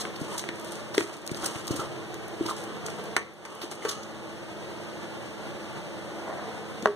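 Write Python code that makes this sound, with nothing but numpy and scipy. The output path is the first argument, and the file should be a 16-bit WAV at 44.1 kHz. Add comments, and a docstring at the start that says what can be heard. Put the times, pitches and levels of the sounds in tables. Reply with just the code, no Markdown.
"""A plastic spoon presses wet fruit pulp through a strainer resting in a steel bowl.
Bursting films and air pockets crackle, tick and smack; squeezed air gurgles. The spoon rubs, taps
and bumps the strainer, and the bowl rings. The strainer is lifted over the rim and at last set down
on the bowl. A fan-like hiss fills the kitchen. A close two-port microphone with gain control hears it."""
import sys
import numpy as np
from scipy import signal
from scipy.fft import rfft, irfft, next_fast_len
from scipy.io import wavfile
from scipy.ndimage import uniform_filter1d, minimum_filter1d, map_coordinates

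SR = 44100
rng = np.random.default_rng(int(sys.argv[2]) if len(sys.argv) > 2 else 0)


def to_wav(s):
    """Save 16-bit WAV."""
    ch = np.atleast_2d(s).T  # columns
    pcm = np.round(np.clip(ch, -1, 1) * 32767)  # PCM
    wavfile.write(sys.argv[1], SR, pcm.astype(np.int16))


N = 306759
FFT_N = next_fast_len(N)
TIME_S = np.arange(N) / SR

# Fan hiss. Each row: frequency in Hz, relative density in dB.
HISS_SPECTRUM = [(25, -16), (55, -18.5), (100, -3.5), (170, -1), (255, -12), (330, -3), (600, -5.5),
                 (1000, -11.5), (1500, -14), (2800, -17.5), (5000, -25.5), (8500, -30), (12000, -39),
                 (15000, -46)]
# Hiss as the microphone moves. Each row: time in seconds, level in dB.
HISS_LEVELS = [(0, -38.5), (.9, -38.5), (2.2, -38.5), (3.1, -38), (3.6, -44), (4.1, -40), (4.8, -38.5),
               (5.5, -38), (6.3, -38.5), (6.96, -38)]
# Fan hum. Each row: frequency in Hz, level against the hiss in dB.
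HUM_LINES = [(214, -15), (325, -15), (343, -15.5), (441, -12.5)]
# Likeness of the ports for room sound and for close sound. Each row: frequency in Hz, correlation.
ROOM_CORRELATION = [(50, -0.98), (125, -0.55), (260, -0.13), (500, 0.83), (1000, 0.14), (2200, -0.11),
                    (16000, 0.15)]
NEAR_CORRELATION = [(60, -0.34), (300, 1), (1200, 0.47), (2400, 0.27), (4000, -0.13), (16000, -0.025)]
# Spoon strokes. Each row: hardest push, swell and ease in seconds, crackle and rubbing in dB.
SPOON_STROKES = [(0.01, 0.093, 0.062, -38, -61), (.34, 0.31, 0.09, -47.5, -40.5),
                 (.395, 0.17, 0.089, -44, -59), (.74, 0.34, 0.2, -48.5, -47),
                 (.997, 0.05, 0.15, -37.5, -45), (1.1, 0.057, 0.17, -45, -38),
                 (1.455, 0.11, 0.13, -36.5, -35), (1.56, 0.081, 0.22, -45, -39.5),
                 (1.72, 0.13, 0.073, -49, -38.5), (1.805, 0.096, 0.1, -44, -36.5),
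                 (2.49, 0.13, 0.11, -42.5, -38), (2.58, 0.067, 0.2, -48.5, -47),
                 (2.69, 0.075, 0.23, -69, -43.5), (2.88, 0.032, 0.27, -51, -45.5),
                 (3.53, 0.27, 0.35, -54, -43.5), (3.63, 0.076, 0.079, -48, -41),
                 (3.72, 0.019, 0.045, -40.5, -40), (3.85, 0.13, 0.091, -52, -41.5),
                 (3.902, 0.03, 0.058, -37, -57)]
# Wet crackle and mesh rubbing. Each row: frequency in Hz, relative density in dB.
CRACKLE_SPECTRUM = [(300, -23), (1000, -2), (2200, -2), (4000, -1), (8500, -0.5), (11000, -7), (15000, -23)]
RUB_SPECTRUM = [(120, -24.5), (330, 10), (600, 6.5), (900, 5), (1250, 5.5), (1800, -13.5), (3000, 1.5),
                (8000, -52)]
# Large air pockets. Each row: snap time in seconds, relative level in dB, centre in Hz,
# t60 in seconds, relative level of the tear in dB.
POCKET_SMACKS = [(.014, -32, 5570, 0.033, -2.5), (0.16, -38.5, 4050, 0.033, -7),
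                 (0.214, -42.5, 6860, 0.052, -3), (0.379, -28, 6900, 0.034, -18),
                 (0.3936, -30, 5360, 0.037, -6), (0.947, -35, 4230, 0.042, 0),
                 (.951, -37, 7500, 0.011, -14), (1.265, -35, 7700, 0.014, -9),
                 (1.276, -30.5, 6270, 0.007, -22), (1.313, -35.5, 6550, 0.043, -9),
                 (1.346, -36, 3940, 0.0081, -26), (1.369, -37.5, 6340, 0.035, -7),
                 (1.443, -32, 6460, 0.022, -13), (1.4593, -22.5, 6950, 0.038, -12),
                 (1.679, -33, 6200, 0.023, -3), (1.7115, -33, 6140, 0.053, -11),
                 (1.762, -32, 6740, 0.047, -7), (1.798, -37, 5800, .041, -7),
                 (2.462, -30.5, 3920, 0.028, -9), (2.498, -33.5, 6440, 0.049, -12),
                 (2.565, -39.5, 5600, 0.033, -14), (2.8627, -32, 6160, 0.029, -10),
                 (3.621, -35, 3500, 0.13, 0.5), (3.7133, -37, 6900, 0.024, -11),
                 (3.8894, -25.5, 5030, 0.05, -9), (3.8941, -32, 5900, .03, -8),
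                 (3.9143, -35, 5200, .03, -7), (4.032, -42, 4900, 0.032, -6),
                 (6.8245, -39, 5500, 0.014, -14)]
# Spoon on strainer. Each row: start in seconds, then clack level, hollow body, treble,
# spoon ring and bowl ring in dB.
SPOON_TAPS = [(.052, -32.5, 1, -27, -36, -46), (.439, -37.5, 4, -20, -34, -53),
              (0.489, -32, -3, -4, -31.5, -58), (.947, -36, 15, -11, -38, -62),
              (0.9798, -21.5, -2.5, -2.5, -34, -41), (1.008, -30.5, 7, -10, -34, -49),
              (1.13, -42, -16, 1.5, -43, -65), (1.294, -37.5, -5, -10, -41, -67),
              (1.4298, -40, 8, -15, -35, -60), (1.557, -40, -21, -8, -37, -62),
              (2.884, -38.5, 7, -22, -49, -62), (3.165, -19, 3, 0, -19, -48),
              (3.178, -33, 3, -23, -26, -60), (3.4514, -36, 5, 0.5, -39, -54),
              (3.7215, -43, -1, -8, -44, -64), (3.8501, -33, 5, 0.5, -33, -44.5)]
# Plastic clack. 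Each row: frequency in Hz, relative density in dB.
TAP_SPECTRUM = [(80, -15), (220, -19), (420, -2.5), (1050, -2), (1800, -1.5), (2250, 7), (3000, -3.5),
                (4000, -6.5), (6500, -7), (9500, -8.5), (11500, -21), (15000, -24)]
# Hollow body of the clack. Each row: frequency in Hz, multiplier of the tap's body dB.
BODY_WEIGHTS = [(1600, 2.5), (2100, 1.5)]
# Cushioning by pulp. Each row: frequency in Hz, multiplier of the tap's treble dB.
TREBLE_WEIGHTS = [(2200, 0), (3800, -0.2), (6500, 2.5)]
# Plastic spoon. Each row: frequency in Hz, relative level in dB, bare t60 in seconds.
SPOON_MODES = [(970, -0.5, 0.041), (1135, -8, 0.05), (1460, -1, 0.047), (1524, -13.5, 0.097),
               (1790, -7, 0.1), (2060, -15, 0.03), (2950, -9, 0.037), (3930, -12, 0.024)]
# Steel bowl. Each row: frequency in Hz, relative level in dB, t60 and rise in seconds.
BOWL_MODES = [(337, -14, 0.28, .002), (412, 15.5, 0.18, 0.031), (621, 0, 0.2, 0.0013),
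              (905, 2, 0.11, 0.001), (1132, -7, 0.52, 0.0013), (1315, -10, 0.4, 0.0017),
              (1348, -3, 0.098, 0.0012), (1540, -12, 0.35, 0.00083), (1605, -15, 0.18, 0.00084),
              (1950, -19, 0.22, 0.00091), (2570, -7, 0.065, 0.0011), (3440, -38, 0.29, .001),
              (4500, -26.5, 0.23, 0.0011)]
# Soft blows on the loaded strainer. Each row: start in seconds, thud in dB and Hz,
# flex in dB and Hz, flex t60 in seconds, after-ring in dB.
STRAINER_BUMPS = [(0.2114, -17.5, 156, -15.5, 290, 0.036, -37), (0.4882, -34, 135, -18, 325, 0.027, -50),
                  (0.9782, -46, 171, 2, 391, 0.026, -20), (1.008, -30, 110, -20.5, 345, .05, -46),
                  (1.313, -16.5, 143, -9.5, 320, 0.022, -38), (1.555, -22.5, 128, -22, 318, .03, -51),
                  (1.7049, -13, 130, -6, 325, 0.023, -33), (1.738, -38, 135, -19, 298, 0.046, -39),
                  (1.79, -25, 133, -19, 383, 0.031, -40), (2.4077, -21, 206, -7.5, 335, 0.031, -25.5),
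                  (2.455, -31, 134, -19, 343, 0.043, -35), (2.673, -47, 135, -27, 347, 0.048, -38),
                  (3.165, -40, 135, -18, 414, 0.034, -29.5), (3.636, -41, 135, -23.5, 323, .055, -39),
                  (3.8493, -35, 110, -10, 447, 0.038, -40), (6.825, -33, 135, -19, 217, .04, -27),
                  (6.854, -31, 149, -22, 207, 0.049, -44)]
# Air squeezed under the spoon. Each row: start in seconds, relative level in dB, length in seconds,
# start and end pitch in Hz.
AIR_GURGLES = [(0.331, -36, 0.037, 1086, 887), (1.432, -31, 0.012, 670, 753),
               (1.436, -38.5, 0.02, 1346, 1560), (1.79, -30.5, 0.033, 1406, 1170),
               (1.843, -44, 0.011, 1210, 1180), (2.484, -28, 0.019, 1220, 1270),
               (2.501, -30.5, 0.031, 1240, 930), (3.814, -40, 0.03, 2190, 2030)]
# Thin films snapping. Each row: start in seconds, level in dB, centre in Hz.
FILM_TICKS = [(0.613, -51, 10000), (0.647, -45, 9600), (0.721, -44, 10000), (1.168, -46, 8000),
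              (1.5975, -55, 6500), (1.67, -41, 9000), (1.679, -38, 5970), (1.718, -42, 6500),
              (1.7425, -45, 4220), (1.7992, -46, 7000), (2.1428, -44.5, 7500), (2.282, -49, 10400),
              (3.04, -50, 11500)]
# Strainer dragged over the rim. Each row: peak, swell and ease in seconds, level in dB.
RIM_DRAGS = [(3.9, 0.14, 0.19, -40)]
# Zing of that contact. Each row: frequency in Hz, relative level in dB, t60 in seconds.
ZING_MODES = [(1252, 1, 0.14), (2940, -1, 0.031), (4360, -12, 0.01), (6520, -2, 0.0094), (9300, -11, 0.01)]
# Strainer rubbing in the hand. Each row: peak, swell and ease in seconds, level in dB.
HAND_RUBS = [(6.32, 0.32, 0.49, -36.5)]
# Colour of that rub. Each row: frequency in Hz, relative density in dB.
HAND_SPECTRUM = [(100, -19), (300, -2.5), (700, 5), (1300, -9.5), (2000, -8.5), (3000, -31), (8000, -50)]
# Strainer landing and rocking once. Each row: start in seconds, level in dB, tilt in dB per octave,
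# clatter t60 in seconds, snap-to-clatter ratio, bowl ring in dB.
LANDING_HITS = [(6.858, -15, 4, 0.02, 1.8, -21), (6.8723, -29, 12, .02, 0.95, -46)]
# Its dull clack. Each row: frequency in Hz, relative density in dB.
LANDING_SPECTRUM = [(30, -42), (70, -12), (110, -18), (220, -3), (420, 15.5), (900, 7.5), (1650, 1),
                    (2150, -11), (2750, -9), (3300, -23.5), (4000, -20), (7000, -29), (12500, -43),
                    (15000, -58)]
# Kitchen reverberation. Each row: frequency in Hz, t60 in seconds.
ROOM_DECAY = [(150, 0.93), (500, 0.19), (2000, 0.47), (6000, 0.26), (14000, 0.15)]

TEAR_S = 0.0073  # a film stretches and tears this long before it snaps


def gain_of(db):
    """Decibels to amplitude."""
    return 10 ** (np.asarray(db) / 20)


def unit_rms(x):
    """Scales to rms 1."""
    return x / np.sqrt(np.mean(x ** 2) + 1e-20)


def value_at(points, hz):
    """Interpolates on a log-frequency axis."""
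    points_hz, values = np.transpose(points)
    return np.interp(np.log(hz + 1), np.log(points_hz + 1), values)


def add(mix, start_s, sound):
    """Mixes a sound in at start_s."""
    part = mix[:, max(0, round(start_s * SR)):][:, :sound.shape[-1]]
    part += sound[..., :part.shape[1]]


def drift(rate_hz):
    """Smooth random wander of rms 1."""
    hz = np.fft.rfftfreq(FFT_N, 1 / SR)
    slow = rfft(rng.standard_normal(FFT_N)) * np.exp(-(hz / rate_hz) ** 2)
    return unit_rms(irfft(slow, FFT_N)[:N])


def highpass(x, corner_hz):
    """Second-order bass cut."""
    return signal.sosfilt(signal.butter(2, corner_hz, "high", fs=SR, output="sos"), x)


def colour(x, spectrum, size=2048):
    """Minimum-phase filter with the given spectrum."""
    log_gain = np.log(gain_of(value_at(spectrum, abs(np.fft.fftfreq(size, 1 / SR)))))
    impulse = np.fft.ifft(np.exp(np.conj(signal.hilbert(log_gain)))).real
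    return signal.fftconvolve(x, impulse[None, :size // 2], axes=1)[:, :x.shape[1]]


def ports(x, correlation):
    """Turns two unrelated signals into a correlated pair."""
    size = next_fast_len(x.shape[1])
    same = np.clip(value_at(correlation, np.fft.rfftfreq(size, 1 / SR)), -.99, .99)
    common, apart = rfft(x, size) * np.sqrt([(1 + same) / 2, (1 - same) / 2])
    return irfft([common + apart, common - apart], size)[:, :x.shape[1]]


def burst(spectrum, t60_s, snap, size=4096):
    """An impulse of size snap and a dying rattle after 20 lead-in samples; rms 1 over the first 10 ms."""
    t = np.arange(size) / SR
    x = rng.standard_normal((2, size)) * gain_of(-60 * t / t60_s)
    x /= np.linalg.norm(x[0])
    x[:, 0] += snap * np.array([1, .5])
    x = ports(colour(np.pad(x, ((0, 0), (20, 0))), spectrum), NEAR_CORRELATION)
    return x / np.sqrt(np.mean(x[:, :SR // 100] ** 2))


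def mode(hz, t60_s, rise_s):
    """One damped resonance, eased in by a soft contact."""
    t = np.arange(SR // 2) / SR
    onset = 1 - np.exp(-(t / rise_s) ** 2)
    return np.sin(2 * np.pi * hz * t) * gain_of(-60 * t / t60_s) * onset


def grains(per_s, spread_db):
    """Random tiny clicks of uneven size at each port."""
    sizes = gain_of(spread_db * np.minimum(rng.exponential(1, (2, N)), 4))
    return unit_rms(sizes * rng.standard_normal((2, N)) * (rng.random((2, N)) < per_s / SR))


def push(peak_s, swell_s, ease_s, range_db=20):
    """Pressure gains range_db over the swell and loses it over the ease."""
    away = np.maximum((peak_s - TIME_S) / swell_s, (TIME_S - peak_s) / ease_s)
    return gain_of(-range_db * np.minimum(away, 10))


def fan():
    """Steady rush of air with a few wavering hum lines."""
    air = ports(colour(rng.standard_normal((2, N)), HISS_SPECTRUM), ROOM_CORRELATION)
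    air = unit_rms(air) * gain_of(0.68 * drift(27))
    hum = np.zeros(N)
    for hz, db in HUM_LINES:
        amplitude = np.sqrt(2) * gain_of(db + 1.05 * drift(21))
        hum += amplitude * np.sin(2 * np.pi * np.cumsum(hz + 4 * drift(12.33)) / SR)
    level_db = np.interp(TIME_S, *np.transpose(HISS_LEVELS))
    return (air + hum) * gain_of(level_db)


def counter_echo(x, delay_s=.0035, share=0.29):
    """The counter reflects the hiss; the path changes as the hand-held microphone sways."""
    late_s = TIME_S - delay_s * (1 + 0.104 * drift(1.17))
    echo = np.array([map_coordinates(port, [late_s * SR], order=3) for port in x])
    return (x + share * echo) / np.sqrt(1 + share ** 2)


def pressing():
    """Amplitudes of crackle and rubbing, summed in power over all strokes."""
    power = sum((gain_of([[crackle_db], [rub_db]]) * push(peak_s, swell_s, ease_s)) ** 2
                for peak_s, swell_s, ease_s, crackle_db, rub_db in SPOON_STROKES)
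    return np.sqrt(power + 1e-18)


def pulp_crackle(wetness):
    """Pressing bursts countless tiny wet films and a few sticky ones."""
    tiny = grains(per_s=3100, spread_db=-3)
    sticky = 0.39 * grains(per_s=120, spread_db=3)
    flicker_db = 2 * drift(46) + 1.5
    return unit_rms(colour(tiny + sticky, CRACKLE_SPECTRUM)) * wetness * gain_of(flicker_db)


def mesh_rubbing(friction):
    """Tiny slips of the spoon over the mesh, coloured by the strainer."""
    return unit_rms(colour(grains(per_s=3000, spread_db=0), RUB_SPECTRUM)) * friction


def smack(hz, t60_s, tear_db):
    """One air pocket tears, then bursts in a dense spray; small ones open faster."""
    spectrum = [(hz * 0.055, -15), (hz * 0.5, -7), (hz * 0.67, -.5),
                (hz * 1.33, 0), (hz * 1.66, -9), (hz * 2.7, -18)]
    tear = burst(spectrum, min(0.034, t60_s), snap=0)[:, 20:20 + round(TEAR_S * SR)]
    spray = burst(spectrum, t60_s, snap=0.42)[:, 20:]
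    opening = 1 - np.exp(-TIME_S[:spray.shape[1]] / (0.019 * t60_s))
    return np.hstack([gain_of(tear_db) * tear[:, ::-1], gain_of(1.5) * spray * opening])


def pocket_smacks(wetness, pops_per_s=11, pop_hz=6400):
    """Large pockets burst as pulp tears loose; small ones pop at random, louder under pressure."""
    out = np.zeros((2, N))
    for snap_s, db, hz, t60_s, tear_db in POCKET_SMACKS:
        add(out, snap_s - TEAR_S, gain_of(db) * smack(hz, t60_s, tear_db))
    last_push_s = SPOON_STROKES[-1][0]
    for when, size, pitch in rng.random((round(pops_per_s * last_push_s), 3)):
        start_s = when * last_push_s
        pressure = (wetness[int(start_s * SR)] / wetness.max()) ** 0.7
        pop = smack(pop_hz * 2 ** (pitch - .5), t60_s=0.016, tear_db=-9)
        add(out, start_s, pressure * gain_of(-47 + 17 * size) * pop)
    return out


def spoon_ring(treble_db):
    """The spoon's modes, uneven between the ports and without bass; pulp cuts them short."""
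    t60_scale = 2 ** (0.054 * treble_db)
    ring = 0
    for hz, db, t60_s in SPOON_MODES:
        port_gains = gain_of(db) * rng.choice([-1, 1]) * rng.uniform(0.49, 1, (2, 1))
        ring += port_gains * mode(hz, t60_s * t60_scale, rise_s=.0006)
    return highpass(ring, 600)


def bowl_ring(tilt_db_per_octave):
    """The steel bowl's modes after one blow."""
    pivot_hz = BOWL_MODES[1][0]
    ring = 0
    for hz, db, t60_s, rise_s in BOWL_MODES:
        amplitude = gain_of(db + tilt_db_per_octave * np.log2(hz / pivot_hz))
        ring += amplitude * rng.choice([-1, 1]) * mode(hz, t60_s, rise_s)
    return ring


def spoon_taps():
    """Plastic clacks and the bowl rings on. Pulp dulls both and shortens the clack."""
    out = np.zeros((2, N))
    for start_s, db, body_db, treble_db, spoon_db, bowl_db in SPOON_TAPS:
        spectrum = []
        for hz, bare_db in TAP_SPECTRUM:
            shaping_db = body_db * value_at(BODY_WEIGHTS, hz) + treble_db * value_at(TREBLE_WEIGHTS, hz)
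            spectrum.append((hz, bare_db + shaping_db))
        t60_s = max(0.026 + 0.1 * treble_db, .01)
        add(out, start_s - .0005, gain_of(db) * burst(spectrum, t60_s, snap=0.3))
        add(out, start_s, gain_of(spoon_db) * spoon_ring(treble_db))
        add(out, start_s, gain_of(bowl_db) * bowl_ring(tilt_db_per_octave=5.5 + 2.7 * treble_db))
    return out


def strainer_bumps():
    """The bowl thuds on the counter; the strainer, damped by pulp, flexes and rings faintly."""
    out = np.zeros((2, N))
    near, far = out[:1], out[1:]
    for start_s, thud_db, thud_hz, flex_db, flex_hz, t60_s, after_db in STRAINER_BUMPS:
        thud = gain_of(thud_db) * mode(thud_hz, t60_s=0.042, rise_s=0.002)
        add(near, start_s, thud)
        add(far, start_s + 0.0019, .7 * thud)
        flex = gain_of(flex_db) * mode(flex_hz, t60_s, rise_s=0.0029)
        after_ring = gain_of(after_db) * mode(hz=336, t60_s=0.22, rise_s=0.007)
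        add(near, start_s, flex + after_ring)
        add(far, start_s + 0.000062, .75 * (flex + after_ring))
    return highpass(out, 80)  # no deep bass below 80 Hz


def air_gurgles():
    """A small air cavity sings briefly, its pitch sliding as its size changes."""
    out = np.zeros((2, N))
    for start_s, db, length_s, start_hz, end_hz in AIR_GURGLES:
        size = round(length_s * SR)
        waver, flutter = (unit_rms(uniform_filter1d(v, size=90)) for v in rng.standard_normal((2, size)))
        hz = np.linspace(start_hz, end_hz, size) * (1 + 0.034 * waver)
        swell = np.sin(np.linspace(0, np.pi, size)) * gain_of(db + 5.3 * flutter)
        add(out, start_s, swell * np.sin(2 * np.pi * np.cumsum(hz) / SR))
    return out


def film_ticks():
    """Single films break: a sharp, thin click with almost no body."""
    out = np.zeros((2, N))
    for start_s, db, hz in FILM_TICKS:
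        spectrum = [(hz * 0.22, -22), (hz * 0.25, -9), (hz, 0), (hz * 1.3, -9)]
        add(out, start_s - .0005, gain_of(db) * burst(spectrum, t60_s=0.016, snap=0.96))
    return out


def rim_drag():
    """Quick slips of the strainer over the rim keep a thin metallic zing going."""
    level = sum(gain_of(db) * push(*timing_s) for *timing_s, db in RIM_DRAGS)
    slips = grains(per_s=1200, spread_db=3)
    zing = 0
    for hz, db, t60_s in ZING_MODES:
        ring = signal.oaconvolve(slips, mode(hz, t60_s, rise_s=.0002)[None], axes=1)[:, :N]
        zing += gain_of(db) * unit_rms(ring)
    return unit_rms(zing) * level


def hand_rub():
    """The lifted strainer rubs slowly and softly in the hand."""
    level = sum(gain_of(db) * push(*timing_s) for *timing_s, db in HAND_RUBS)
    slips = unit_rms(colour(grains(per_s=1700, spread_db=-1), HAND_SPECTRUM))
    return ports(slips * level, NEAR_CORRELATION)


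def strainer_landing():
    """The heavy strainer meets the rim, rocks once and sets the bowl's low modes ringing."""
    out = np.zeros((2, N))
    for start_s, db, tilt_db_per_octave, t60_s, snap, bowl_db in LANDING_HITS:
        spectrum = [(hz, base_db + tilt_db_per_octave * np.log2(min(hz, 2100)))
                    for hz, base_db in LANDING_SPECTRUM]
        add(out, start_s - .0005, gain_of(db) * burst(spectrum, t60_s, snap))
        add(out, start_s, gain_of(bowl_db) * bowl_ring(tilt_db_per_octave=-8.5))
    return out


def kitchen_reverb(x, echoes_per_s=3000, gap_s=.005):
    """Sparse reflections that die band by band."""
    echoes = rng.choice([-1., 1.], (2, SR // 2)) * (rng.random((2, SR // 2)) < echoes_per_s / SR)
    echoes[:, :int(gap_s * SR)] = 0
    hz, t, bands = signal.stft(echoes, SR, nperseg=256)
    decay = gain_of(-60 * t / value_at(ROOM_DECAY, hz)[:, None])
    tail = signal.istft(bands * decay, SR, nperseg=256)[1]
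    tail /= np.linalg.norm(tail[0])
    return ports(signal.fftconvolve(x, tail, axes=1)[:, :N], ROOM_CORRELATION)


def scene():
    """Spoon, pulp and bowl close by, in the kitchen's hiss."""
    wetness, friction = pressing()
    pulp = ports(pulp_crackle(wetness) + mesh_rubbing(friction), NEAR_CORRELATION)
    pulp += gain_of(-3) * pocket_smacks(wetness) + film_ticks() + gain_of(-4) * air_gurgles()
    utensils = spoon_taps() + strainer_bumps() + rim_drag() + hand_rub()
    landing = strainer_landing()
    reverb = kitchen_reverb(gain_of(-10.5) * pulp + gain_of(-12) * utensils + gain_of(-15) * landing)
    hiss = counter_echo(fan()) * gain_of([[-.4], [.4]])
    return pulp + utensils + landing + reverb + hiss


def widen(x, delay_s=0.0004012, corner_hz=650):
    """Above the corner, each channel subtracts the other port, delayed by the travel time between them."""
    hz = np.fft.rfftfreq(FFT_N, 1 / SR)
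    share = .98 * hz ** 4 / (hz ** 4 + corner_hz ** 4)
    own = rfft(x, FFT_N)
    other = np.exp(-2j * np.pi * hz * delay_s) * own[::-1]
    return irfft((own - share * other) / np.sqrt(1 + share ** 2), FFT_N)[:, :N]


def gain_control(x, threshold_db=-27, hold_s=0.15, recovery_db_per_s=45, attack_s=0.082):
    """A sharp knock pulls the gain down; it holds, then creeps back."""
    power = uniform_filter1d((highpass(x, 700) ** 2).mean(0), size=440)
    over_db = np.maximum(10 * np.log10(abs(power) + 1e-12) - threshold_db, 0)
    span = int(hold_s * SR) // 2 * 2 + 1
    held_db = -minimum_filter1d(-over_db, span, origin=span // 2)
    recovery_db = TIME_S * recovery_db_per_s
    cut_db = np.maximum.accumulate(held_db + recovery_db) - recovery_db
    pole = np.exp(-1 / (attack_s * SR))
    return x * gain_of(-signal.lfilter([1 - pole], [1, -pole], cut_db))


def record(dry):
    """Stereo widening, gain control, full-scale clipping and a 15.5 kHz band limit."""
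    clipped = np.clip(gain_control(widen(dry)), -1, 1)
    lowpass = signal.firwin(255, 15500, window=("kaiser", 9), fs=SR)
    return signal.oaconvolve(clipped, lowpass[None], "same")


dry = scene()
out = record(dry)
to_wav(out)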